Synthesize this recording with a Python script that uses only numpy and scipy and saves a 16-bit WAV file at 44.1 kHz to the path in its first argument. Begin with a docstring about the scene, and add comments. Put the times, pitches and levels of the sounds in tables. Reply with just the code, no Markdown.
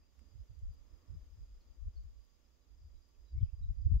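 """Wind buffets two microphone ports low over dry, open ground. From the start, soft hissing air,
a thin hum, far bird calls and crickets chirping in runs of falling wing strokes lie behind the rumble.
Near 0.2 s come the first of a few ticks of grit and one dull bump. A far gust sighs around 1 s.
The wind lulls after 2.2 s, then buffets hardest from 3.3 s on, its small eddies fluttering."""
import sys
import numpy as np
from scipy import signal
from scipy.fft import rfft, irfft
from scipy.io import wavfile
from scipy.ndimage import uniform_filter1d, map_coordinates

SR = 44100
rng = np.random.default_rng(int(sys.argv[2]) if len(sys.argv) > 2 else 0)


def int16_out(signal):
    """Quantize to a 16-bit WAV file."""
    q = np.round(np.clip(np.atleast_2d(signal).T, -1, 1) * 32767)
    wavfile.write(sys.argv[1], SR, q.astype(np.int16))


N = 176400


def undb(db):
    """Decibels to gain."""
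    return 10 ** (np.asarray(db) / 20)


def unit(x):
    """Scale to an rms of 1."""
    return x / np.sqrt(np.mean(x ** 2) + 1e-30)


def curve(rows, column=1):
    """One table column, linearly interpolated over time."""
    rows = np.array(rows)
    return np.interp(np.arange(N) / SR, rows[:, 0], rows[:, column])


def noise(spectrum, size=N):
    """Unit-rms noise shaped by rows of freq_hz, density_db."""
    hz, db = np.array(spectrum).T
    bins_hz = np.maximum(np.fft.rfftfreq(size, 1 / SR), 1)
    gain = undb(np.interp(np.log(bins_hz), np.log(hz), db))
    return unit(irfft(rfft(rng.standard_normal(size)) * gain, size))


def walk(rate_hz):
    """Smooth random drift, unit rms."""
    hold = int(SR / rate_hz)
    steps = np.repeat(rng.standard_normal(N // hold + 1), hold)
    return unit(uniform_filter1d(uniform_filter1d(steps, hold), hold)[:N])


def pan(left_over_right_db):
    """Constant-power stereo gains."""
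    gains = np.array([undb(left_over_right_db / 2), undb(-left_over_right_db / 2)]).reshape(2, -1)
    return gains / np.sqrt(np.mean(gains ** 2, axis=0))


def add(out, start_s, sound):
    """Mix a sound in at start_s."""
    first = max(int(start_s * SR), 0)
    size = max(min(sound.shape[-1], N - first), 0)
    out[:, first:first + size] += sound[..., :size]


def scatter(x, echo_db, t60_s=0.33):
    """Ground and scrub return a short tail."""
    t = np.arange(SR // 2) / SR
    tail = rng.standard_normal((2, len(t))) * np.exp(-np.log(1000) * t / t60_s)
    tail /= np.sqrt(np.sum(tail ** 2, axis=1, keepdims=True))
    return x + undb(echo_db) * signal.fftconvolve(x, tail, axes=1)[:, :N]


def whistle(pitch_hz, skew=1):
    """A gliding tone that swells and fades; skew over 1 delays the peak."""
    envelope = np.sin(np.pi * np.linspace(0, 1, len(pitch_hz)) ** skew)
    return np.sin(2 * np.pi * np.cumsum(pitch_hz) / SR) * envelope


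def eddies(spectrum, travel_samples, span_s=0.037, evenness=0.91):
    """Turbulence of nearly even strength, carried past at the pace of the wind."""
    still = signal.hilbert(noise(spectrum, size=2 * N))
    swirl = map_coordinates(still, [travel_samples], order=1, mode="mirror")
    span = int(span_s * SR)
    power = uniform_filter1d(uniform_filter1d(abs(swirl) ** 2, span), span)
    return unit(swirl.real / power ** (evenness / 2))


def wind(gain_db=-1.5, base_eddy_hz=60.55, flutter_db=-17.5, flutter_growth=0.56):
    """Each port meets its own eddies; fast ones sound higher, hard buffets flutter."""
    # buffets: peak_s, swell_s, left_db, right_db, eddy_hz
    buffets = [(0, 0.018, -58, -74, 61.5), (0.203, 0.019, -72, -50.5, 58.8),
               (0.29, 0.036, -81, -54.5, 56.2), (0.36, 0.012, -62, -45.5, 85),
               (0.411, 0.022, -49, -43, 55.1), (0.517, 0.016, -54, -44.5, 80.9),
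               (0.588, 0.03, -61, -46.5, 69.5), (0.652, 0.022, -39, -36.5, 59.4),
               (0.694, 0.025, -39, -50, 61.4), (0.799, 0.059, -66, -52, 53.7),
               (0.939, 0.028, -64, -49, 55.54), (1.118, 0.019, -52.5, -39.5, 75.6),
               (1.143, 0.01, -50, -47.5, 108.8), (1.168, 0.017, -41, -52, 68.3),
               (1.236, 0.031, -47.5, -56, 51.34), (1.335, 0.032, -49, -65, 63.55),
               (1.383, 0.011, -65, -59, 96.2), (1.424, 0.021, -47, -43, 61.55),
               (1.539, 0.047, -50.5, -51, 43.72), (1.708, 0.031, -51, -82, 57.8),
               (1.822, 0.023, -39, -58, 57.8), (1.874, 0.018, -36, -36, 63.5),
               (1.986, 0.025, -40, -44, 56.5), (2.061, 0.041, -45, -52, 58),
               (2.184, 0.041, -65.5, -49.5, 52.02), (2.732, 0.032, -67, -52.5, 50.6),
               (2.847, 0.037, -49.5, -53.5, 69.1), (2.956, 0.033, -59.5, -48, 50.4),
               (3.227, 0.042, -62, -51, 51.88), (3.35, 0.019, -38.5, -35.5, 63.7),
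               (3.373, 0.018, -31, -61, 68.9), (3.429, 0.011, -22, -29.5, 74.96),
               (3.465, 0.026, -49, -36.5, 57.88), (3.539, 0.0093, -52.5, -35.5, 58.58),
               (3.635, 0.035, -34.5, -37.5, 62.86), (3.702, 0.016, -29, -35.5, 68.7),
               (3.815, 0.039, -45.5, -33, 57.77), (3.871, 0.012, -26.5, -22, 75.24),
               (3.919, 0.012, -21, -64, 76.4), (3.956, 0.02, -22, -26, 65.75)]
    # large eddies at base_eddy_hz: freq_hz, density_db
    rumble_spectrum = [(12, -19.5), (25, -5), (45, 1.5), (68, 2.5), (90, -6.5), (115, -21), (150, -36),
                       (220, -54), (330, -75), (700, -105)]
    # small eddies at base_eddy_hz: freq_hz, density_db
    flutter_spectrum = [(50, -30), (115, 11.5), (155, -3), (205, -8.5), (260, -23.5), (400, -52),
                        (800, -100)]
    left_breeze_db, right_breeze_db = -76.5, -65
    ports, t = [], np.arange(N) / SR
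    peak_s, swell_s, left_db, right_db, _ = np.array(buffets).T
    swells = np.exp(-((t - peak_s[:, None]) / swell_s[:, None]) ** 2)
    travel_samples = np.cumsum(curve(buffets, column=4) / base_eddy_hz)
    for buffet_db, breeze_db in ((left_db, left_breeze_db), (right_db, right_breeze_db)):
        push = np.sqrt(undb(buffet_db) ** 2 @ swells + undb(breeze_db) ** 2)
        flutter_gain = undb(flutter_db) * (push / push.max()) ** flutter_growth
        flutter = flutter_gain * eddies(flutter_spectrum, travel_samples)
        ports.append(push * (eddies(rumble_spectrum, travel_samples) + flutter))
    return undb(gain_db) * np.array(ports)


def air(shared_power=0.28):
    """A soft far rush, partly common to both sides, under a fine hiss."""
    # far rush: freq_hz, density_db
    rush_spectrum = [(30, 6), (180, -2.5), (275, 0), (370, -5.5), (560, -6.5), (760, -15), (900, -12.5),
                     (1020, -15), (1450, -15.5), (1570, -26), (1720, -17), (3000, -26.5), (6000, -41)]
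    # rush envelope: time_s, level_db
    rush_levels = [(0, -75), (.11, -79), (.18, -73.5), (.55, -75), (1.0, -71), (1.5, -74.5), (2.2, -76.5),
                   (3.0, -76.5), (3.5, -76), (4, -77.5)]
    # fine hiss: freq_hz, density_db
    hiss_spectrum = [(500, -1), (2000, -3), (3400, 1), (4300, -2.5), (5500, -2), (6300, 2.5), (7200, 1),
                     (8000, -14.5), (10000, -14.5), (12000, -8.5), (15500, -9)]
    # hiss envelope: time_s, level_db
    hiss_levels = [(0, -85.5), (.1, -83), (.15, -81), (1.0, -81), (1.6, -81), (2.7, -82.5), (4, -82.5)]
    common = noise(rush_spectrum)
    sides = np.array([noise(rush_spectrum), noise(rush_spectrum)])
    rush = np.sqrt(shared_power) * common + np.sqrt(1 - shared_power) * sides
    hiss = np.array([noise(hiss_spectrum), noise(hiss_spectrum)]) * pan(0.1)
    rush_db = curve(rush_levels) + 0.8 * walk(rate_hz=15)
    hiss_db = curve(hiss_levels) + 0.4 * walk(rate_hz=4)
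    return rush * undb(rush_db) + hiss * undb(hiss_db)


def hum(level_db=-96, waver_db=2.2):
    """A thin, airy hum wavers in the distance."""
    # narrow noise band: freq_hz, density_db
    spectrum = [(1000, -30), (1140, 0), (1280, -33)]
    return noise(spectrum) * undb(level_db + waver_db * walk(rate_hz=6.3))


def birds(gain_db=-5, base_rasp=0.0063, rasp_per_octave=0.092):
    """Thin, far pips and slurs; fast pitch jitter makes the wide slurs raspy."""
    # notes: start_s, length_s, start_hz, middle_hz, end_hz, level_db
    notes = [(0,0.051,1960,2450,2760,-79), (1.597,0.028,4650,4420,4100,-73.5),
             (1.942,0.046,4807,4430,4480,-70.5), (2.604,.032,3920,3947,3880,-79.5),
             (2.943,0.034,3965,3907,3904,-79), (3.104,0.067,3693,3002,2020,-82.5),
             (3.249,0.055,3920,3920,3870,-75), (3.337,0.08,1992,2210,2380,-74.5),
             (3.389,0.045,3620,3354,2520,-72.5), (3.42,0.028,4700,3886,2900,-78),
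             (3.422,.06,3700,3120,2100,-78), (3.471,0.032,2246,2488,2900,-75),
             (3.617,0.026,3933,3895,3860,-69.5), (3.935,0.038,3837,3850,3838,-78)]
    out, jitter = np.zeros((2, N)), walk(rate_hz=1500)
    for start_s, length_s, start_hz, middle_hz, end_hz, level_db in notes:
        progress = np.linspace(0, 1, int(length_s * SR))
        pitch_hz = np.polyval(np.polyfit([0, .5, 1], [start_hz, middle_hz, end_hz], 2), progress)
        depth = base_rasp + rasp_per_octave * abs(np.log2(end_hz / start_hz))
        rasp = depth * np.roll(jitter, -int(start_s * SR))[:len(progress)]
        add(out, start_s, whistle(pitch_hz * (1 + rasp), skew=1.5) * undb(level_db + gain_db))
    return scatter(out, echo_db=-2)


def cricket_chorus(centre_hz=4905, width_hz=150, level_db=-88.5, throb_db=2.6):
    """Far crickets blur into one throbbing band."""
    band = np.exp(-.5 * ((np.fft.rfftfreq(N, 1 / SR) - centre_hz) / width_hz) ** 2)
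    blur = unit(irfft(rfft(rng.standard_normal((2, N))) * band, N))
    return blur * undb(level_db + throb_db * walk(rate_hz=45))


def crickets(strokes=3, period_s=0.032, gain_db=-5):
    """Each chirp is a run of wing strokes, each stroke falling in pitch."""
    # chirps: first_peak_s, level_db, cricket
    chirps = [(.03, -75.5, "near"), (.135, -78.5, "middle"), (.256, -71, "near"), (.362, -78, "middle"),
              (.485, -71.5, "near"), (.714, -70, "near"), (.873, -74, "middle"), (.96, -72.5, "near"),
              (1.08, -72, "middle"), (1.199, -74, "near"), (1.307, -73.5, "middle"), (1.43, -72.5, "near"),
              (1.545, -76, "middle"), (1.68, -72, "near"), (1.945, -73, "near"), (2.05, -79.5, "middle"),
              (2.18, -72.5, "near"), (2.42, -77.5, "far"), (2.683, -83, "middle"), (2.773, -77.5, "far"),
              (2.786, -71, "near"), (2.907, -81.5, "middle"), (3.025, -73, "near"),
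              (3.155, -77.5, "middle"), (3.259, -70.5, "near"), (3.308, -77, "far"),
              (3.405, -76.5, "middle"), (3.532, -71.5, "near"), (3.588, -79, "far"),
              (3.657, -79.5, "middle"), (3.756, -72.5, "near"), (3.862, -77, "middle"),
              (3.992, -73.5, "near")]
    # stroke by cricket: pitch_hz, fall_hz, length_s
    voices = {"near": (4850, 600, 0.025), "middle": (5040, 190, 0.027), "far": (5230, 300, 0.019)}
    out = np.zeros((2, N))
    for first_peak_s, level_db, cricket in chirps:
        pitch_hz, fall_hz, length_s = voices[cricket]
        position = np.linspace(-.5, .5, int(length_s * SR))
        for k in range(strokes):
            offset_db, detune_hz, pan_db = rng.normal([0, 0, 1.5], [0.99, 35, 2.2])
            stroke = whistle(pitch_hz + detune_hz - fall_hz * position) * np.cos(np.pi * position)
            start_s = first_peak_s + k * period_s - length_s / 2
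            add(out, start_s, stroke * undb(level_db + gain_db + offset_db) * pan(pan_db))
    return scatter(out, echo_db=-3)


def grit(decay_s=0.003, width_octaves=0.6, gain_db=-8.5, size=1024):
    """Dry grains click on hard ground."""
    # ticks: start_s, level_db, centre_hz
    ticks = [(.192, -60, 1700), (.192, -66, 7500), (0.591, -67, 5500), (0.7398, -67, 13000),
             (1.992, -79, 7400), (2.2478, -69.5, 11980), (3.0872, -70, 11410)]
    out, t = np.zeros((2, N)), np.arange(size) / SR
    bins_hz = np.maximum(np.fft.rfftfreq(size, 1 / SR), 1)
    for start_s, level_db, centre_hz in ticks:
        band = np.exp(-.5 * (np.log2(bins_hz / centre_hz) / width_octaves) ** 2)
        crack = unit(irfft(rfft(rng.standard_normal((2, size))) * band, size))
        add(out, start_s, crack * np.exp(-t / decay_s) * undb(level_db + gain_db))
    return out


def bump(start_s=0.207, rise_s=0.015, level_db=-67.5, pan_db=-13):
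    """One soft, dull bump, mostly at the right port."""
    # low thud: freq_hz, density_db
    spectrum = [(120, -24), (235, 8), (400, -15), (900, -34), (2000, -70)]
    out, age = np.zeros((2, N)), np.arange(N) / SR / rise_s
    envelope = age * np.exp(1 - age)
    add(out, start_s, noise(spectrum) * envelope * undb(level_db) * pan(pan_db))
    return out


def far_gust(peak_s=0.99, swell_s=0.29, level_db=-87.5):
    """A gust sighs hollowly over the ground some way off."""
    # sigh: freq_hz, density_db
    spectrum = [(600, -39), (1100, 6), (1350, 0), (2200, -41)]
    t = np.arange(N) / SR
    swell = np.exp(-((t - peak_s) / swell_s) ** 2)
    return np.array([noise(spectrum), noise(spectrum)]) * undb(level_db) * swell


def scene():
    """Wind in front, open country behind."""
    return wind() + air() + hum() + birds() + cricket_chorus() + crickets() + grit() + bump() + far_gust()


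def record(dry):
    """The recorder cuts the top of the treble."""
    cutoff_hz = 15650
    return signal.sosfilt(signal.ellip(10, .1, 70, cutoff_hz, fs=SR, output="sos"), dry)


dry = scene()
out = record(dry)
int16_out(out)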